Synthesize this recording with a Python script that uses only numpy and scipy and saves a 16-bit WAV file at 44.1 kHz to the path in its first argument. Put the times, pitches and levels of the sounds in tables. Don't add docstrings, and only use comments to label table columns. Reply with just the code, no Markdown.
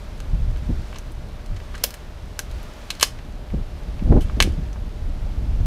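import sys
import numpy as np
from scipy import signal
from scipy.fft import rfft, irfft
from scipy.io import wavfile
from scipy.ndimage import uniform_filter1d

SR = 44100
rng = np.random.default_rng(int(sys.argv[2]) if len(sys.argv) > 2 else 0)


def dump_mix(stems):
    frames = np.atleast_2d(stems).T
    limited = np.clip(frames, -1, 1)
    pcm = np.round(limited * 32767).astype(np.int16)
    wavfile.write(sys.argv[1], SR, pcm)


N = 249602


def from_db(db):
    return 10 ** (np.asarray(db) / 20)


def rms_one(x):
    return x / np.sqrt(np.mean(x ** 2) + 1e-20)


def in_time(rows):
    s, *columns = np.transpose(rows)
    return [np.interp(np.arange(N) / SR, s, column) for column in columns]


def cut(x, hz, kind, order=2):
    edges_hz = np.clip(hz, 10, .45 * SR)
    return signal.sosfilt(signal.butter(order, edges_hz, kind, fs=SR, output="sos"), x)


def mode(x, hz, width_hz):
    b, a = signal.iirpeak(min(hz, .45 * SR), hz / width_hz, fs=SR)
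    return signal.lfilter(b, a, x)


def resonance(x, hz, width_hz, db):
    return x + (from_db(db) - 1) * mode(x, hz, width_hz)


def drift(rate_hz):
    points = rng.standard_normal(400)
    return np.interp(np.arange(N) / SR * rate_hz % 399, np.arange(400), points)


def noise(spectrum):
    hz, db = np.transpose(spectrum)
    f = np.maximum(np.fft.rfftfreq(N, 1 / SR), 1)
    skirts = np.minimum(f / hz[0], 1) ** 2 * np.minimum(hz[-1] / f, 1) ** 2
    gain = from_db(np.interp(np.log(f), np.log(hz), db)) * skirts
    return rms_one(irfft(rfft(rng.standard_normal(N)) * gain, N))


def even(x, span_s):
    power = uniform_filter1d(x ** 2, max(int(span_s * SR), 2))
    return x / np.sqrt(power + 1e-6)


def swell(s, length_s):
    return np.exp(-.5 * ((np.arange(N) / SR - s) / length_s) ** 2)


def add(out, s, sound):
    i = int(s * SR)
    out[i:i + len(sound)] += sound[:N - i]


def far_air(hush_db=-47, hum_hz=602, hum_db=-55):
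    # frequency in Hz, relative density in dB per Hz.
    hush_spectrum = [(150, -1.5), (400, 5), (700, 3), (1100, -2.5), (2000, -9), (4000, -12.5),
                     (7000, -23.5), (14000, -26.5), (16000, -82)]
    hum = even(cut(rng.standard_normal(N), [hum_hz - 10, hum_hz + 10], "band"), span_s=0.057)
    hush = from_db(hush_db + .5 * drift(6.98)) * noise(hush_spectrum)
    return hush + from_db(hum_db) * hum


def airflow(unsteady_db=2.5):
    # time in seconds, rumble in dB before drift and trim.
    breeze = [(0, -36.5), (.22, -26.5), (1.0, -29.5), (1.42, -28.5), (1.9, -36), (2.15, -30.5), (2.9, -35),
              (3.7, -32), (4.3, -22.5), (4.75, -25), (5.66, -22)]
    # peak time in seconds, rumble in dB before trim,
    # standard deviation in seconds, flutter relative to rumble in dB before trim.
    gusts = [(0.337, -15, 0.022, -22), (0.468, -17.5, 0.08, -34), (0.72, -19.5, .05, -14.5),
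             (1.524, -20, 0.022, -17), (2.55, -26, 0.047, -28), (3.575, -18, 0.044, -14),
             (4.136, -9.5, 0.062, -7.5), (4.439, -16.5, 0.072, -9), (5.25, -23, 0.045, -31),
             (5.65, -14.5, .03, -16)]
    base_flutter_db, at_rumble_db, flutter_growth = -38, -23, 0.64
    breeze_db = in_time(breeze)[0] + unsteady_db * drift(16)
    rumble_power = from_db(breeze_db) ** 2
    flutter_power = from_db(base_flutter_db + flutter_growth * (breeze_db - at_rumble_db)) ** 2
    for s, db, length_s, flutter_db in gusts:
        shape = swell(s, length_s)
        gust = from_db(db) * shape
        rumble_power = rumble_power + gust ** 2
        gust_flutter = from_db(flutter_db) * gust * shape ** .7
        flutter_power = flutter_power + gust_flutter ** 2
    return np.sqrt(rumble_power), np.sqrt(flutter_power)


def wind(rumble_db=-1.5, flutter_db=-2, lumpy_db=2.5, eddy_db=14, eddy_width=0.53):
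    # frequency in Hz, relative density in dB per Hz.
    rumble_spectrum = [(15, -9.5), (28, 6.5), (42, 1), (55, 1.5), (85, -6.5), (120, -13.5), (180, -23.5),
                       (300, -49)]
    # frequency in Hz, relative density in dB per Hz.
    flutter_spectrum = [(70, 0), (130, 1), (220, 0.5), (350, -8), (500, -16.5), (800, -21.5), (1600, -100)]
    # peak time in seconds, level in dB, standard deviation in seconds,
    # eddy pitch in Hz, high edge in Hz.
    buffets = [(0.339, -25, 0.011, 110, 130), (0.399, -25, 0.0063, 110, 130),
               (0.628, -26.5, 0.0047, 150, 190), (0.702, -20.5, 0.013, 120, 190),
               (3.543, -19.5, 0.0054, 200, 320), (4.026, -20, 0.0047, 130, 198),
               (4.063, -26, 0.0018, 300, 600), (4.109, -11.5, .008, 130, 180),
               (4.127, -12, 0.0056, 303, 650), (4.165, -16.5, 0.018, 280, 540),
               (4.374, -24.5, .004, 220, 280), (4.477, -22, 0.0031, 250, 342),
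               (4.588, -20, 0.0054, 129, 169)]
    rumble, flutter = airflow()
    out = rumble * from_db(rumble_db) * even(noise(rumble_spectrum), span_s=0.082)
    flutter_gain = flutter * from_db(flutter_db + lumpy_db * drift(60))
    out += flutter_gain * even(noise(flutter_spectrum), span_s=0.08)
    for s, db, length_s, eddy_hz, high_hz in buffets:
        eddy = cut(cut(rng.standard_normal(N), 67, "high"), high_hz, "low")
        eddy = resonance(eddy, eddy_hz, eddy_width * eddy_hz, eddy_db)
        eddy = even(cut(eddy, 2 * high_hz, "low"), span_s=0.0123)
        out += from_db(db) * eddy * swell(s, length_s)
    return out


def fracture(tear_s, low_hz, high_hz, woody, rings, ring_share=0.17, size=4096):
    # frequency in Hz, width in Hz, gain in dB before the woody factor.
    wood_modes = [(660, 150, 3.5), (1130, 120, 5.5), (1680, 120, 0.5), (2200, 220, -2.5), (3020, 500, 2),
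                  (4200, 280, -8), (5300, 260, -18)]
    t = np.arange(size) / SR
    tearing = 1 / (1 + (t / tear_s) ** 3)
    fibres = rng.standard_normal(size)
    for _ in range(2):
        phase = np.angle(rfft(fibres * tearing))
        fibres = irfft(np.exp(1j * phase)) * np.exp(-t / (5 * tear_s))
    ringing = sum(from_db(db) * mode(fibres, hz, width_hz) for hz, width_hz, db in wood_modes)
    fibres = fibres + woody * ringing
    for hz, db in rings:
        fibres = resonance(fibres, hz, ring_share * hz, db)
    crack = cut(cut(cut(fibres, low_hz, "high"), high_hz, "low"), 2 * high_hz, "low")
    return crack / np.sqrt(np.sum(crack ** 2) / (.004 * SR))


def brush(level_db=2, ticks_per_s=90, tick_db=-12, spread_db=3):
    # time in seconds, level in dB before level_db is added.
    stirring = [(0.0, -53), (0.43, -55.5), (0.84, -51.5), (1.17, -56), (1.5, -55.5), (1.8, -51),
                (2.11, -55.5), (2.43, -54.5), (2.59, -50.5), (2.96, -50.5), (3.2, -56), (3.41, -58),
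                (3.78, -55.5), (4.21, -54), (4.36, -53), (4.49, -51.5), (4.76, -57), (5.66, -54)]
    # frequency in Hz, relative density in dB per Hz.
    leaf_spectrum = [(700, 5.5), (1400, 6.5), (3500, 0.5), (5500, -2.5), (8000, -9.5), (15000, -20)]
    level = from_db(in_time(stirring)[0] + level_db)
    born = rng.random(N) < ticks_per_s * rms_one(level) / SR
    ticks = born * from_db(spread_db * np.minimum(rng.exponential(1, N), 3))
    dealt = rng.integers(0, 6, N)
    rustle = 0
    for k, hz in enumerate(np.geomspace(1300, 6000, 6)):
        tick = fracture(0.0023, 690, 2 * hz, woody=0.18, rings=[(hz, 9)])
        rustle = rustle + signal.fftconvolve(ticks * (dealt == k), tick)[:N]
    hiss = noise(leaf_spectrum) * from_db(0.13 * drift(25))
    return level * (hiss + from_db(tick_db) * rms_one(rustle))


def woodland(x, onset_s=0.00066, size=22050):
    # low edge in Hz, high edge in Hz (both limited by the filter), level in dB before
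    # bandwidth scaling, 60 dB decay time in seconds.
    scatter = [(294, 48000, -8.5, 0.042), (1400, 5400, -12, 0.21), (6000, 15000, -12.5, 0.19)]
    t, echoes = np.arange(size) / SR, 0
    for low_hz, high_hz, db, t60_s in scatter:
        tail = cut(rng.standard_normal(size), [low_hz, high_hz], "band")
        tail = tail * from_db(-60 * t / t60_s) * (1 - np.exp(-t / onset_s))
        band_share = abs(high_hz - low_hz) / (SR / 2)
        echoes = echoes + from_db(db) * tail / np.sqrt(np.sum(tail ** 2)) * np.sqrt(band_share)
    return signal.fftconvolve(x, echoes)[:N]


def breaking_wood(twig_ring_db=9, splinter_db=-27, splinter_s=.022, count=5):
    # start in seconds, level in dB, tearing time in seconds, low edge in Hz,
    # high edge in Hz, wood resonance strength (ratio), low ring in Hz, its lift in dB,
    # high ring in Hz, its lift in dB.
    snaps = [(1.8359, -30, 0.004, 1500, 15000, 0.1, 5250, 6, 13000, 4),
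             (1.8388, -13, 0.0018, 600, 19600, 0.1, 5160, 11, 12800, 8),
             (1.842, -21, 0.002, 400, 15000, 0.1, 536, 20.5, 3200, 11),
             (2.3912, -22, 0.0036, 340, 12000, 0.073, 1510, 11.5, 5900, 6.5),
             (2.9036, -21, 0.0039, 1100, 8000, 0.35, 2560, 4.5, 3980, 9),
             (2.9974, -31.5, 0.0036, 1100, 9000, 0.64, 1200, 5, 4230, 9),
             (3.0099, -23, 0.0061, 1100, 11000, 1.1, 3200, 1, 6400, -9),
             (3.0182, -29, 0.004, 900, 10000, .7, 3020, 4, 4200, -7),
             (3.024, -21, 0.0063, 1500, 14000, 0.39, 3070, 18, 5500, -6),
             (3.028, -6, 0.0018, 171, 9000, 0.32, 1130, 5.5, 5200, 7),
             (3.039, -26, 0.0071, 1400, 8000, 0.57, 2780, 24, 3970, 15),
             (4.4027, -7, 0.0026, 240, 5130, 0.87, 1820, 3.5, 3200, 2.5),
             (4.4110, -26, 0.0028, 900, 7000, .8, 2000, 7, 4200, 0),
             (4.4248, -15, 0.00084, 1500, 8100, 0.23, 2130, 7, 5770, -1)]
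    # start in seconds, level in dB, tearing time in seconds, ring in Hz, high edge in Hz.
    twigs = [(0.203, -38.5, 0.0011, 1500, 7650), (0.562, -42, 0.0018, 1550, 3500),
             (0.928, -36.5, 0.0024, 800, 2200), (0.945, -42, 0.0073, 2760, 4500),
             (0.958, -35.5, 0.01, 1030, 4740), (.985, -38.5, 0.0028, 6000, 11000),
             (1.1194, -50, .003, 9100, 14000), (1.461, -46.5, 0.0027, 1340, 8950),
             (1.562, -40.5, 0.013, 1980, 6000), (1.6013, -41, 0.003, 1880, 3000),
             (1.742, -32.5, 0.012, 1540, 2200), (1.7510, -36, 0.0076, 1890, 6640),
             (1.7796, -41.5, 0.0024, 1400, 8050), (1.9055, -37, 0.0026, 4960, 17000),
             (1.9406, -35, 0.0042, 1770, 12000), (2.5123, -46, 0.0038, 3900, 12000),
             (2.63, -49, .001, 12000, 14000), (2.952, -44, 0.0024, 4500, 9000),
             (3.188, -41, 0.0061, 1900, 4000), (3.503, -44.5, 0.003, 2150, 2500),
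             (3.993, -43.5, 0.0024, 2470, 2950), (4.207, -36, 0.034, 3100, 11400),
             (4.2975, -34.5, 0.0014, 1300, 1590), (4.73, -46.5, .002, 6000, 7000),
             (4.759, -38.5, 0.004, 700, 1190)]
    out = np.zeros(N)
    for s, db, tear_s, low_hz, high_hz, woody, *rings in snaps:
        ring_pairs = zip(rings[::2], rings[1::2])
        add(out, s, from_db(db) * fracture(tear_s, low_hz, high_hz, woody, ring_pairs))
        waits = 0.29 + rng.exponential(1, count)
        for wait, pitch_hz in zip(waits, rng.uniform(2100, 5900, count)):
            splinter = fracture(0.00079, low_hz=1500, high_hz=12000, woody=0, rings=[(pitch_hz, 9)])
            gain = from_db(db + splinter_db - 3.6 * wait)
            add(out, s + wait * splinter_s, gain * splinter)
    for s, db, tear_s, ring_hz, high_hz in twigs:
        twig = fracture(tear_s, low_hz=650, high_hz=high_hz, woody=0.35, rings=[(ring_hz, twig_ring_db)])
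        add(out, s, from_db(db) * twig)
    return out


def scene():
    wood = breaking_wood()
    return (wood + woodland(wood) + brush() + wind() + far_air())[None]


def record(dry, cutoff_hz=15600):
    held = dry / (1 + dry ** 6) ** (1 / 6)
    return signal.sosfilt(signal.ellip(12, .2, 100, cutoff_hz, fs=SR, output="sos"), held)


dry = scene()
out = record(dry)
dump_mix(out)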